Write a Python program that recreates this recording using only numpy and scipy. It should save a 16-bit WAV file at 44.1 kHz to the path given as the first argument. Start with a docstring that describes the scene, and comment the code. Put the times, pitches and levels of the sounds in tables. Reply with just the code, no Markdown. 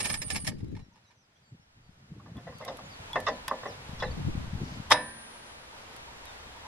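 """A hand winch drags a log onto a steel sawmill bed: grinding gears, clacking pawl, a drum squeaking between teeth.
As it stops, gears and cable settle and small birds whistle; the wash of wind in the trees sinks, then returns.
A log clamp is knocked along the bed, a sleeve brushes past, and the clamp slams home with a ringing clank.
Wind buffets the microphone throughout. Metal is contact grains through decaying rings, or tones for squeaks
and hums; birds are gliding tones; wind is shaped noise and single pressure pulses."""
import sys
import numpy as np
from scipy import signal
from scipy.fft import rfft, irfft, next_fast_len
from scipy.io import wavfile

SR = 44100
rng = np.random.default_rng(int(sys.argv[2]) if len(sys.argv) > 2 else 0)


def digitize_waveform(pressure):
    """Quantize a signal to 16-bit integers and store it at the path in sys.argv[1].

    Rows of a 2-D input are taken as channels; values are limited to [-1, 1].
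    """
    field = np.atleast_2d(pressure).T
    bounded = np.clip(field, -1, 1)
    quanta = np.round(bounded * 32767).astype(np.int16)
    wavfile.write(sys.argv[1], SR, quanta)


N = 294139

# Levels are relative: each source's own trim comes on top.
# pawl dropping off a tooth: (time [s], level [dB], fade-in of sliding contacts [s])
PAWL_DROPS = [(.005, -17.5, .006), (.056, -16.5, 0.0092), (.102, -18, 0.0087), (.142, -20, 0.0024),
              (.218, -22.5, 0.0022), (0.303, -17.5, 0.0012), (.362, -18, 0.0093), (0.449, -32, 0.0029),
              (.474, -17.5, 0.0049)]
# gears and cable settling as the crank stops: (time [s], level [dB], decay of rattle [s])
SETTLING = [(.517, -41.5, 0.0052), (0.563, -57, 0.013), (.603, -47, 0.0058), (0.644, -50, .005),
            (.719, -53, 0.0049), (0.751, -44, 0.0023), (.766, -41.5, .008), (.792, -44.5, .014),
            (.848, -62, .006), (0.957, -49, 0.022), (1.05, -61, .004), (1.107, -49, .012)]
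# duller tone of those soft contacts: (frequency [Hz], gain [dB])
SETTLING_TONE = [(900, 6), (2500, -0.5), (4500, -1), (9000, -12)]
# winch housing's colour: (frequency [Hz], level [dB per Hz]); its ring: (frequency [Hz], t60 [s])
WINCH_COLOUR = [(250, -4.5), (560, -12), (850, -3.5), (1020, -6.5), (1200, -2), (1470, -11), (1750, 8.5),
                (2000, -2.5), (2280, 6.5), (2700, -2), (4300, -3.5), (4750, -6.5), (5200, 1.5),
                (5700, -6.5), (10500, -8), (12500, -27), (15000, -65)]
WINCH_T60 = [(500, 0.12), (1800, 0.04), (5000, 0.053), (11000, 0.05)]
# modes of the winch frame: (frequency [Hz], level [dB], t60 [s])
FRAME_MODES = [(510, -3, 0.16), (612, -4, .25), (887, 4.5, 0.077), (1795, -1, 0.19), (1845, 2, .14),
               (2110, 3, 0.07), (2296, -3, 0.093), (2810, 2, .1), (4830, -3.5, 0.36), (5100, 0, 0.086),
               (5500, -0.5, .076)]

# a louder drop is a full tooth under load; the slowing of the crank counts from the fast tooth
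FULL_TOOTH_DB, FAST_TOOTH_S = -27, .05
# the drum sticks after each clack, then slips with an arching pitch that is higher on longer teeth
SQUEAK_HZ, SQUEAK_HZ_PER_S, SQUEAK_ARCH_HZ = 8970, 1600, 312
STICK_SHARE, SQUEAK_DB, SQUEAK_DB_PER_HALVING = 0.13, -44.5, -5
# the gears soften each time the speed halves, and die away after the last tooth
GRIND_DB, GRIND_DB_PER_HALVING, GRIND_STOP_DB_PER_S = -50, -7.5, -110
# under load the pawl bounces once after each drop
BOUNCE_S, BOUNCE_DB, BOUNCE_RATTLE_S = .009, -8.5, 0.005
# it sings briefly as it rides over the tip of each tooth
SING_HZ, SING_DB, SING_LEAD_S, SING_S = 5270, -47.5, .007, .024

# clamp slamming home: (time [s], level [dB], fade-in of sliding contacts [s], decay of rattle [s])
SLAMS = [(4.909, -6, 0.0025, 0.0039), (4.917, 0, 0.0036, 0.0015), (4.921, 3.5, 0.003, 0.0022)]
# colour of the slam: (frequency [Hz], level [dB per Hz]); its ring: (frequency [Hz], t60 [s])
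SLAM_COLOUR = [(88, -23), (150, -36), (470, -16), (720, -5.5), (940, 10), (1220, 2.5), (1400, -9),
               (1650, -6), (2050, -4.5), (2400, -13.5), (3050, -19), (3370, -10.5), (3550, -10),
               (3800, -15), (4150, -22), (4600, -21), (5200, -15.5), (6600, -28), (10900, -34.5),
               (15500, -62)]
SLAM_T60 = [(200, 0.095), (1000, 0.0078), (4000, 0.047), (12000, 0.055)]
# colour of the bed: (frequency [Hz], level [dB per Hz]); its ring: (frequency [Hz], t60 [s])
BED_COLOUR = [(50, -18), (130, 6), (350, -6), (600, 9), (950, 8.5), (1400, 2), (1850, 8), (2400, -5),
              (3800, -6), (4500, -17), (5200, -6), (7000, -19), (14000, -44)]
BED_T60 = [(120, 0.7), (500, 0.29), (1800, 0.27), (4000, 0.3), (10000, 0.043)]
# ringing modes of the steel bed and clamp: (frequency [Hz], level [dB], t60 [s])
STEEL_MODES = [(230, -24, 1.8), (296, -14, 0.55), (361, -20, 0.44), (505, -6, .3), (608, -2, 0.26),
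               (810, -23, 0.4), (920, -5, 0.28), (970, -1.5, 0.33), (1011, -6.5, 0.48), (1557, -23, 0.88),
               (1590, -23, 1.7), (1756, -3.5, 0.48), (1814, -9, 0.45), (1890, -22, 1.2), (2067, -2, 0.11),
               (2300, -21.5, 0.66), (2560, -16, 0.38), (3400, -28, 0.27), (3779, 2, 0.1), (4020, -18, 0.32),
               (3840, -14.5, 0.22), (5020, -12, 0.24), (5210, 2.5, 0.074), (8100, -32, 0.38)]
# thin, long ring of the clamp bar: (frequency [Hz], level [dB], t60 [s])
BAR_MODES = [(9437, -4, 1.6), (9430, -18, 1.7)]

# clamp knocking on the bed: (time [s], level [dB], brightness above 2.5 kHz [dB], clang near 1.9 kHz [dB],
# body below 700 Hz [dB], decay of rattle [s], pitch of the boom [Hz])
KNOCKS = [(2.198, -36, -22, -11, -9, 0.0019, 600), (2.26, -37.5, -13, -1, 5.5, 0.006, 612),
          (2.356, -40, -12, -2, 3, .002, 570), (2.377, -36, -9, 2.5, 6, 0.0074, 710),
          (2.469, -27, -13, 0, 5, 0.017, 547), (2.524, -35, -16, -2, -7, 0.0012, 596),
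          (2.601, -35.5, -10, -8, 12.5, 0.0027, 535), (2.611, -28.5, -5, -2, 2.5, 0.014, 630),
          (2.661, -29.5, -8, -12, 6.5, 0.008, 806), (2.679, -19.5, -1, -3.5, 4, 0.0076, 712),
          (2.686, -28, -7, -3.5, 8.5, 0.01, 808), (2.715, -37, -12, -12, 16, 0.0082, 516),
          (2.788, -27, -9, -9, -2, .002, 686), (2.8, -39, -12, -10, 15, 0.0055, 544),
          (3.157, -7, -12.5, 0, 1, 0.0028, 522), (3.266, -9, -3, -2, -10.5, 0.0089, 690),
          (3.274, -9, -11, 1, -5, 0.0028, 544), (3.283, -14, 0, 1.5, 5, 0.0031, 625),
          (3.48, -19, 5, 1, -4.5, 0.00094, 873), (3.512, -12, -23, -5.5, -1.5, 0.0036, 531),
          (3.632, -24, -20, -1, 0.5, 0.00079, 686), (3.656, -20.5, -11, 2.5, 7, 0.0038, 565),
          (4, -22, -1, -10, -20, 0.0045, 1063), (4.023, -12, -5.5, 5, 2.5, 0.0082, 505),
          (4.985, -22, -22, -12, 3, .005, 504)]
# colour of the clamp: (frequency [Hz], level [dB per Hz]); its ring: (frequency [Hz], t60 [s])
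CLAMP_COLOUR = [(100, -27), (260, -9.5), (350, -16), (430, -10), (540, -3), (850, -2), (1150, -1),
                (1400, -8.5), (1800, -4.5), (2050, -5.5), (2280, -33.5), (2650, -8.5), (3050, -21),
                (3550, -7), (4300, -23.5), (5200, -14), (8000, -39.5), (14000, -71)]
CLAMP_T60 = [(250, 0.37), (550, 0.23), (1200, 0.046), (2000, 0.093), (6000, 0.066)]
# modes of the clamp bracket: (frequency [Hz], level [dB], t60 [s])
BRACKET_MODES = [(259.4, -19, 0.17), (416, -10.5, 0.17), (495, -4, 0.22), (622.2, 0.5, 0.14),
                 (695, -8, 0.16), (1001, -13, 0.53), (1061, 9.5, 0.056), (1180, 5, 0.1), (1748, -6.5, 0.29),
                 (1813, -1, 0.16), (1955, -3.5, 0.14), (2046, -19, 0.06), (2617, -7, 0.066),
                 (3710, -17.5, 0.082), (5010, -14, 0.2)]
# boom of the bed: level against the knock's body, time constant of its rise, ring time
BOOM_DB, BOOM_RISE_S, BOOM_T60 = -19.5, 0.0062, .17

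# light metal contacts: (time [s], level of the tick [dB], level of the clamp pin's ring [dB])
TICKS = [(0.645, -55, -90), (.683, -59, -90), (.717, -60, -90), (2.369, -50, -54.5), (2.585, -43, -75),
         (2.65, -32.5, -56), (2.771, -38, -75), (3.132, -39, -34), (3.203, -32, -75), (3.481, -21.5, -44),
         (4.005, -67, -42), (4.902, -31, -75), (4.906, -20.5, -61), (5.964, -37.5, -75), (6.255, -37, -67)]
# modes of the clamp pin: (frequency [Hz], level [dB], t60 [s])
PIN_MODES = [(3404, 4, 0.075), (3500, -14, 0.035), (5500, -20, 0.081)]
# rubbing of steel on steel: (time [s], length [s], level [dB], pitch [Hz])
RUBS = [(0.748, 0.073, -62, 900), (0.898, 0.1, -71.5, 930), (1.085, 0.054, -73, 930),
        (2.611, 0.066, -55.5, 2060), (2.614, 0.035, -58, 1870), (3.062, 0.2, -51, 930),
        (5.328, .06, -64, 950), (5.711, 0.07, -60, 930), (6.062, 0.077, -58, 930),
        (6.219, 0.028, -56.5, 930), (6.537, 0.054, -55, 930), (6.628, 0.055, -52.5, 930)]

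# bird notes: (time [s], length [s], first pitch [Hz], last pitch [Hz], bend of the middle [Hz], level [dB])
BIRDS = [(0.653, 0.075, 4000, 4000, -84, -76), (.695, 0.062, 6900, 6450, -100, -82),
         (0.785, 0.077, 4270, 3960, -150, -74.5), (0.81, 0.068, 6030, 5500, -250, -76.5),
         (.918, 0.049, 7100, 4900, -500, -74.5), (1.027, 0.09, 4510, 3980, -380, -74),
         (1.032, .035, 4300, 6100, 102, -76), (1.059, 0.053, 6120, 5540, 139, -72),
         (1.136, 0.11, 6100, 6100, -3, -76), (1.174, 0.03, 4200, 6500, 195, -78),
         (1.198, 0.077, 6300, 4660, -280, -76.5), (1.335, 0.071, 5850, 5120, 451, -79),
         (1.35, 0.034, 3130, 3500, 60, -73), (1.41, 0.11, 4980, 4570, -140, -75.5),
         (1.44, 0.089, 7450, 8100, -350, -81), (1.52, 0.032, 5270, 4500, 1, -86),
         (1.59, 0.059, 5500, 5300, -40, -78), (1.813, 0.1, 4860, 4530, -120, -77.5),
         (1.905, .04, 5340, 4600, 0, -84), (2.524, 0.1, 5270, 4700, -300, -64.5),
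         (2.844, 0.037, 7300, 6900, -90, -64), (2.883, 0.092, 5400, 4520, -320, -59),
         (3.291, .095, 4640, 3280, 450, -60), (3.665, 0.062, 6770, 4700, -500, -55.5),
         (3.71, 0.043, 4470, 3500, -300, -59.5), (3.988, 0.021, 6700, 3850, -300, -51),
         (4.001, 0.035, 4100, 3830, -53, -50), (4.026, 0.061, 3960, 3320, 376, -50.5),
         (4.107, 0.018, 4550, 4040, 298, -50), (6.248, 0.072, 3830, 3500, 65, -56.5)]

# colour of the trees when calm, then when risen: (frequency [Hz], level [dB per Hz])
CALM_COLOUR = [(180, -27), (300, -3.5), (372, -2), (468, 0), (781, 0.5), (1200, -3.5), (1390, -1.5),
               (5050, -11), (11300, -24.5), (15500, -32.5)]
RISEN_COLOUR = [(120, -23), (200, -2), (249, -1.5), (321, -2.5), (506, 1), (742, 1), (906, 2), (1300, -2),
                (3750, -9), (4030, -10), (8980, -22), (11200, -22.5), (15500, -42)]
# swell of the wind in the trees: (time [s], level [dB])
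WASH = [(0, -54), (.6, -69.5), (1.2, -73.5), (1.95, -69.5), (2.25, -64.5), (2.6, -57), (3.05, -51),
        (4.0, -51), (4.7, -51.5), (5.5, -53), (6.6, -52)]

# colour of the wind's buffeting, then of its deep rumble: (frequency [Hz], level [dB per Hz])
BUFFET_COLOUR = [(30, -25.5), (70, -3.5), (110, 3.5), (180, -2), (260, -8.5), (360, -16), (500, -23.5),
                 (1000, -74.5)]
RUMBLE_COLOUR = [(12, 0.5), (25, -5), (50, -1), (75, 1.5), (120, -11.5), (300, -84)]
# breeze at the microphone, then the deep rumble: (time [s], level [dB])
BREEZE = [(0, -49), (.15, -47), (.7, -43), (.8, -46.5), (.9, -62.5), (1.2, -72), (1.95, -62.5), (2.2, -48),
          (3.05, -56.5), (3.2, -46), (3.45, -59), (3.8, -52), (4.25, -43.5), (4.65, -41.5), (5.2, -62),
          (6.67, -58.5)]
RUMBLE = [(0, -64), (.15, -50), (.8, -47.5), (1.0, -91), (1.65, -75), (1.85, -62), (2.1, -77), (3.2, -53.5),
          (3.75, -63), (4.1, -37), (4.55, -43.5), (5.2, -64), (6.45, -55.5), (6.67, -61)]
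# flurries of buffeting: (time [s], level [dB])
EDDIES = [(.35, -41), (.485, -38), (0.641, -35.5), (1.538, -47), (2.039, -54.5), (2.121, -44.5),
          (2.166, -43), (2.312, -44), (2.367, -39), (2.494, -45), (4.188, -35), (4.288, -31.5),
          (4.623, -32), (4.669, -35.5)]
EDDY_S = 0.015  # standard deviation of an eddy's bell shape
# how much the two channels differ in the wind: (time [s], level [dB])
UNLIKE = [(0, 1.5), (.82, -0.5), (1.0, -28.5), (3.8, -20.5), (4.1, -3), (4.4, 1.5), (4.6, -16), (6.67, -6)]
# single pressure pulses of the wind: (time [s], peak level [dB], centre frequency [Hz])
THUMPS = [(0.207, -35, 129), (0.25, -38, 210), (.272, -31, 110), (.384, -36, 189), (0.441, -31, 149),
          (0.505, -33, 140), (.533, -35, 286), (0.592, -37, 150), (0.64, -39, 200), (0.685, -36, 230),
          (0.728, -36, 280), (.766, -38, 184), (0.831, -43, 120), (0.866, -51, 200), (0.886, -47, 181),
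          (1.599, -50, 150), (1.895, -43, 135), (2.381, -34.5, 202), (2.555, -39.5, 150), (3.895, -32, 140),
          (3.935, -30.5, 129), (4.068, -28, 129), (4.092, -34, 160), (4.108, -33, 90), (4.208, -25, 110),
          (4.252, -22.5, 100), (4.286, -22, 188), (4.354, -23.5, 170), (4.38, -22.5, 122),
          (4.445, -32.5, 127), (4.48, -32, 118), (4.536, -25, 134), (4.555, -24, 110), (4.635, -23.5, 167),
          (4.774, -34, 173), (4.803, -27, 142)]

# stereo width of each source: (frequency [Hz], side minus mid [dB])
WINCH_WIDTH = [(150, -29), (400, -18.5), (950, -13), (2000, -1), (3500, -1.5), (6000, 1.5), (9300, 5),
               (13000, 15)]
CLAMP_WIDTH = [(60, -50), (150, -57), (380, -16), (950, -13.5), (2200, -10), (3600, 1.5), (6000, 0),
               (15000, -8)]
SLAM_WIDTH = [(60, -38), (150, -48), (380, -17), (950, -11.5), (2200, -8), (3600, 0.5), (6000, 0.5),
              (10000, -2.5), (15000, 13)]
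AIR_WIDTH = [(40, -21), (130, -26), (290, -3), (700, -0.5), (1410, 3.5), (3100, 5), (6820, 6), (15000, 5.5)]
GUST_WIDTH = [(40, -4), (80, -12.5), (160, -3), (300, 2.5)]

EDGE_HZ = 15700  # upper band limit
RING_TIME = np.arange(round(1.1 * SR)) / SR  # seconds


def gain_of(db):
    """Decibels to amplitude."""
    return 10 ** (np.asarray(db) / 20)


def evened(x):
    """Scales to rms 1."""
    return x / np.sqrt(np.mean(x ** 2) + 1e-20)


def read(points, hz):
    """Reads a table on a log-frequency axis."""
    f, value = np.transpose(points)
    return np.interp(np.log(hz + 1), np.log(f + 1), value)


def follow(curve):
    """A curve's value at every sample."""
    return np.interp(np.arange(N) / SR, *np.transpose(curve))


def add(mix, s, sound):
    """Mixes a sound in at time s, trimming what falls outside."""
    start = round(s * SR)
    sound = sound[..., max(-start, 0):]
    part = mix[..., max(start, 0):][..., :sound.shape[-1]]
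    part += sound[..., :part.shape[-1]]


def colour(x, points, size=4096):
    """Causal minimum-phase filter with the given (frequency [Hz], gain [dB]) response."""
    hz = abs(np.fft.fftfreq(size, 1 / SR))
    log_gain = np.log(gain_of(read(points, hz)))
    response = np.exp(np.conj(signal.hilbert(log_gain)))
    taps = np.fft.ifft(response).real[:size // 2]
    return signal.oaconvolve(x, taps)[:len(x)]


def wander(count, hz):
    """Smooth random drift of about rms 1; hz sets how fast it moves."""
    size = next_fast_len(max(count, 16384))
    lowpass = np.exp(-(np.fft.rfftfreq(size, 1 / SR) / hz) ** 2)
    drift = irfft(rfft(rng.standard_normal(size)) * lowpass, size)
    return evened(drift)[:count]


def stereo(mid, side, width):
    """Left and right from a centre sound and a sideways one."""
    side = colour(side, width)
    return np.array([mid + side, mid - side])


def dense_ring(spectrum, t60, size=26000):
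    """Noise standing for countless close modes, each band dying at its own speed; energy 1."""
    hz, t, bands = signal.stft(rng.standard_normal(size), SR, nperseg=128)
    decay = gain_of(-60 * t / read(t60, hz)[:, None])
    ring = signal.istft(bands * decay, SR, nperseg=128)[1]
    ring = colour(ring[:size], spectrum)
    return np.pad(ring / np.linalg.norm(ring), (0, len(RING_TIME) - size))


def modes(table):
    """A few clear modes: sines of random phase that decay exponentially."""
    ring = 0
    for hz, db, t60 in table:
        decay = gain_of(db - 60 * RING_TIME / t60)
        ring = ring + decay * np.sin(2 * np.pi * (hz * RING_TIME + rng.random()))
    return ring


def sound_of(force, ring):
    """What a part radiates under a force."""
    return signal.oaconvolve(force, ring)[:N]


def contact(slide, rattle, chatter=1.0, grains_per_s=2500):
    """One blow, a tenth of a second in: tiny contacts swell before it and rattle away after it; energy 1."""
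    t = np.arange(-SR // 10, SR // 10) / SR
    grains = rng.standard_normal(len(t)) * (rng.random(len(t)) < grains_per_s / SR)
    fade_s = np.maximum(np.where(t < 0, slide, rattle), 1e-4)
    grains *= np.exp(-abs(t) / fade_s)
    blow = (t == 0)
    force = chatter * grains / (np.linalg.norm(grains) + 1e-9) + blow
    return force / np.linalg.norm(force)


def clatter(force, spectrum, t60, count=3, size=14000):
    """The tiny contacts of one blow land on several spots, each with its own dense ring."""
    spot = rng.integers(0, count, len(force))
    rings = [dense_ring(spectrum, t60, size)[:size] for _ in range(count)]
    return sum(signal.fftconvolve(force * (spot == k), ring) for k, ring in enumerate(rings))


def whistle(hz, db, waver, waver_hz):
    """A short wavering tone that follows a pitch curve, fading in and out."""
    hz = hz * (1 + waver * wander(len(hz), waver_hz))
    tone = np.sin(2 * np.pi * np.cumsum(hz) / SR)
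    return gain_of(db) * evened(tone * signal.windows.tukey(len(hz), .7))


def teeth():
    """Each ratchet tooth's start and length [s], and halvings of crank speed against the fast tooth."""
    clacks = np.array([s for s, db, slide in PAWL_DROPS if db > FULL_TOOTH_DB])
    lengths = np.diff(clacks)
    return clacks[:-1], lengths, np.log2(lengths / FAST_TOOTH_S)


def winch(level_db=13, frame_db=-43, rasp=0.27):
    """The pawl sings, snaps down, bounces and rings the housing; the drum sticks and slips in between."""
    out, squeak = np.zeros((2, N)), np.zeros(N)
    frame = [modes(FRAME_MODES), modes(FRAME_MODES)]
    for s, db, slide in PAWL_DROPS:
        force = gain_of(db + level_db) * contact(slide, rattle=0.0024, chatter=1.8)
        if db > FULL_TOOTH_DB:
            bounce = contact(0.00086, BOUNCE_RATTLE_S, chatter=5.6)
            add(force, BOUNCE_S, gain_of(db + level_db + BOUNCE_DB) * bounce)
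            sing_hz = np.full(round(SING_S * SR), SING_HZ)
            add(squeak, s - SING_LEAD_S, whistle(sing_hz, SING_DB, waver=0.01, waver_hz=300))
        for channel, clear in zip(out, frame):  # each clack gets fresh dense rings
            add(channel, s - 1 / 10, clatter(force, WINCH_COLOUR, WINCH_T60, size=8000))
            add(channel, s - 1 / 10, gain_of(frame_db) * signal.fftconvolve(force, clear))
    for s, db, rattle in SETTLING:
        force = gain_of(db + level_db) * contact(.002, rattle, chatter=1.6)
        for channel, clear in zip(out, frame):
            housing = clatter(force, WINCH_COLOUR, WINCH_T60, count=2, size=8000)
            clear_ring = gain_of(frame_db) * signal.fftconvolve(force, clear)
            add(channel, s - 1 / 10, colour(housing, SETTLING_TONE))
            add(channel, s - 1 / 10, colour(clear_ring, SETTLING_TONE))
    for s, length, slowing in zip(*teeth()):
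        slip = np.linspace(0, 1, round((1 - STICK_SHARE) * length * SR))
        arch_hz = SQUEAK_ARCH_HZ * (np.sin(np.pi * slip) - .5)
        hz = SQUEAK_HZ + SQUEAK_HZ_PER_S * length + arch_hz
        db = SQUEAK_DB + SQUEAK_DB_PER_HALVING * slowing
        add(squeak, s + STICK_SHARE * length, whistle(hz, db, waver=.018, waver_hz=600))
    squeak *= 1 + rasp * wander(N, 270)  # the dry bearing grips unevenly
    mid = out[0] + squeak
    squeak_ring = dense_ring([(100, 0.0036), (9000, 0.0045)], WINCH_T60)
    scattered = out[1] + sound_of(squeak, squeak_ring)
    # a quarter-cycle phase shift of the mid ties the side to it
    lean = .55
    shifted = signal.hilbert(mid, next_fast_len(N)).imag[:N]
    return stereo(mid, lean * shifted + np.sqrt(1 - lean ** 2) * scattered, WINCH_WIDTH)


def gears(lump_db=6.5, grains_per_s=1100):
    """Tiny contacts between the gear teeth keep the winch housing stirred between clacks."""
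    t = np.arange(N) / SR
    starts, lengths, slowing = teeth()
    stopped_s = np.clip(t - starts[-1] - lengths[-1], 0, 1)
    slowing_now = np.interp(t, starts + lengths / 2, slowing)
    level_db = GRIND_DB + GRIND_DB_PER_HALVING * slowing_now + GRIND_STOP_DB_PER_S * stopped_s
    grains = rng.standard_normal(N) * (rng.random(N) < grains_per_s / SR)
    force = evened(grains * gain_of(lump_db * wander(N, 60))) * gain_of(level_db)
    mid, side = (sound_of(force, dense_ring(WINCH_COLOUR, WINCH_T60)) for _ in range(2))
    return stereo(mid, side, WINCH_WIDTH)


def clank(level_db=10, bed_db=5, steel_db=-25, bar_db=-39):
    """The clamp scrapes home and strikes; the bed booms and rings, the bar sings on."""
    out, strike_s = np.zeros((2, N)), SLAMS[1][0]
    for channel in out:
        for s, db, slide, rattle in SLAMS:
            force = contact(slide, rattle, chatter=5.2, grains_per_s=5800)
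            crash = clatter(force, SLAM_COLOUR, SLAM_T60, count=8, size=8000)
            add(channel, s - 1 / 10, gain_of(db + level_db) * crash / np.linalg.norm(crash))
        add(channel, strike_s, gain_of(bed_db) * dense_ring(BED_COLOUR, BED_T60))
        add(channel, strike_s, gain_of(steel_db) * modes(STEEL_MODES) + gain_of(bar_db) * modes(BAR_MODES))
    return stereo(*out, SLAM_WIDTH)


def knocks(level_db=10.5, bracket_db=-36):
    """Clamp blows, each with its own tone, wake the bracket's modes and make that span of the bed boom."""
    out = np.zeros((2, N))
    bracket = [modes(BRACKET_MODES), modes(BRACKET_MODES)]
    for s, db, bright_db, clang_db, body_db, rattle, boom_hz in KNOCKS:
        tone = [(620, body_db), (1100, 0), (1400, 0), (1750, clang_db), (2100, clang_db), (3000, bright_db)]
        force = gain_of(db + level_db) * contact(0.00058, rattle, chatter=1.54)
        for channel, clear in zip(out, bracket):
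            ring = gain_of(bracket_db) * signal.fftconvolve(force, clear)
            add(ring, 0, clatter(force, CLAMP_COLOUR, CLAMP_T60))
            add(channel, s - 1 / 10, colour(ring, tone))
        boom = modes([(boom_hz, db + body_db + BOOM_DB, BOOM_T60)])
        add(out[0], s, boom * (1 - np.exp(-RING_TIME / BOOM_RISE_S)))
    return stereo(*out, CLAMP_WIDTH)


def ticks(level_db=7, direct=0.83):
    """Sharp little contacts: a click and a short dense ring, with the clamp pin pinging in some."""
    out = np.zeros((2, N))
    tone = [(500, 5.0), (3500, 5), (7000, -1.0), (12000, 2.0), (15000, -26)]
    snap = colour(signal.unit_impulse(len(RING_TIME)), tone)
    snap *= direct / np.linalg.norm(snap)
    for s, tick_db, pin_db in TICKS:
        for channel in out:
            tick = snap + dense_ring(tone, [(1000, 0.0083), (10000, 0.029)])
            add(channel, s, gain_of(tick_db + level_db) * tick + gain_of(pin_db) * modes(PIN_MODES))
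    return stereo(*out, [(1000, -34), (3400, -9), (8000, -1.5)])


def rubs(width_hz=90):
    """Each sliding contact hums in one resonance of the steel: a sine with a randomly drifting level."""
    out = np.zeros(N)
    for s, length, db, hz in RUBS:
        t = np.arange(round(length * SR)) / SR
        hum = wander(len(t), width_hz) * np.sin(2 * np.pi * hz * t)
        add(out, s, gain_of(db) * evened(hum * signal.windows.hann(len(t))))
    return out


def rustle(start_s=4.58, length_s=.26, level_db=-62, lump_db=3):
    """A sleeve brushes past as the hand reaches for the clamp: lumpy noise that swells and fades."""
    size = round(length_s * SR)
    noise = rng.standard_normal(size) * gain_of(lump_db * wander(size, 60))
    brush = colour(noise, [(2000, -27), (4800, 7), (6500, -2), (10000, -23)])
    out = np.zeros(N)
    add(out, start_s, gain_of(level_db) * evened(brush * signal.windows.hann(size)))
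    return out


def birds(level_db=-2.6, echo_db=-5):
    """Thin sliding whistles from the trees, with a soft woodland echo of decaying noise."""
    song = np.zeros(N)
    for s, length, first_hz, last_hz, bend_hz, db in BIRDS:
        u = np.linspace(0, 1, round(length * SR))
        hz = first_hz + (last_hz - first_hz) * u + bend_hz * np.sin(np.pi * u)
        add(song, s, whistle(hz, db, waver=0.0139, waver_hz=110))
    echo_t60 = [(3000, 0.3), (8000, 0.47)]
    echo = [sound_of(song, dense_ring([(100, 0), (9000, 0)], echo_t60)) for _ in range(2)]
    return gain_of(level_db) * (song + gain_of(echo_db) * np.array(echo))


def trees(flutter_db=-0.8):
    """A wide wash of noise that crossfades from the calm colour to the risen one with its level."""
    level_db = follow(WASH)
    risen = np.clip((level_db - level_db.min()) / np.ptp(level_db), 0, 1)
    out = []
    for calm, leaves in rng.standard_normal((2, 2, N)):
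        calm_air = np.sqrt(1 - risen) * evened(colour(calm, CALM_COLOUR))
        risen_air = np.sqrt(risen) * evened(colour(leaves, RISEN_COLOUR))
        out.append((calm_air + risen_air) * gain_of(level_db + flutter_db * wander(N, 5.6)))
    return stereo(*out, AIR_WIDTH)


def gusts(breeze_db=-2, lump_db=2.5, swell_db=2.5, swell_hz=12, leftward=1.0):
    """Breeze buffets the microphone in low lumps of noise; where the channels differ, the left gets more."""
    t = np.arange(N) / SR
    strength = gain_of(follow(BREEZE) + breeze_db + swell_db * wander(N, swell_hz))
    for s, db in EDDIES:
        bell = np.exp(-.5 * np.minimum(abs(t - s) / EDDY_S, 10) ** 2)
        strength = np.maximum(strength, gain_of(db) * bell)
    lumps = gain_of(lump_db * wander(N, 73))
    shared, own = (evened(colour(rng.standard_normal(N) * lumps, BUFFET_COLOUR)) * strength for _ in range(2))
    rumble = evened(colour(rng.standard_normal(N), RUMBLE_COLOUR, size=16384)) * gain_of(follow(RUMBLE))
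    side = gain_of(follow(UNLIKE)) * (own + leftward * shared)
    return stereo(shared + rumble, side, GUST_WIDTH)


def thumps(level_db=-1, left_db=3.0):
    """An eddy striking the microphone makes one smooth push, with a slight suction before and after."""
    out, t = np.zeros(N), np.arange(-SR // 10, SR // 10) / SR
    for s, db, hz in THUMPS:
        u = (np.pi * hz * t) ** 2
        add(out, s - 1 / 10, gain_of(db + level_db) * (1 - 2 * u) * np.exp(-u))
    return out * gain_of([[left_db], [-left_db]])


def scene(winch_right_db=3.5):
    """The sawmill, with the winch off to the right, and the field around it."""
    crank = (winch() + gears()) * gain_of([[-winch_right_db], [winch_right_db]])
    metal = clank() + knocks() + ticks() + rubs()
    outdoors = birds() + trees() + gusts() + thumps()
    return crank + metal + rustle() + outdoors


def record(dry):
    """Rounds off the loudest peaks, then limits the band."""
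    rounded = dry / (1 + (dry / .75) ** 4) ** (1 / 4)
    lowpass = signal.firwin(511, EDGE_HZ, window=("kaiser", 9), fs=SR)
    return signal.oaconvolve(rounded, lowpass[None], "same")


dry = scene()
out = record(dry)
digitize_waveform(out)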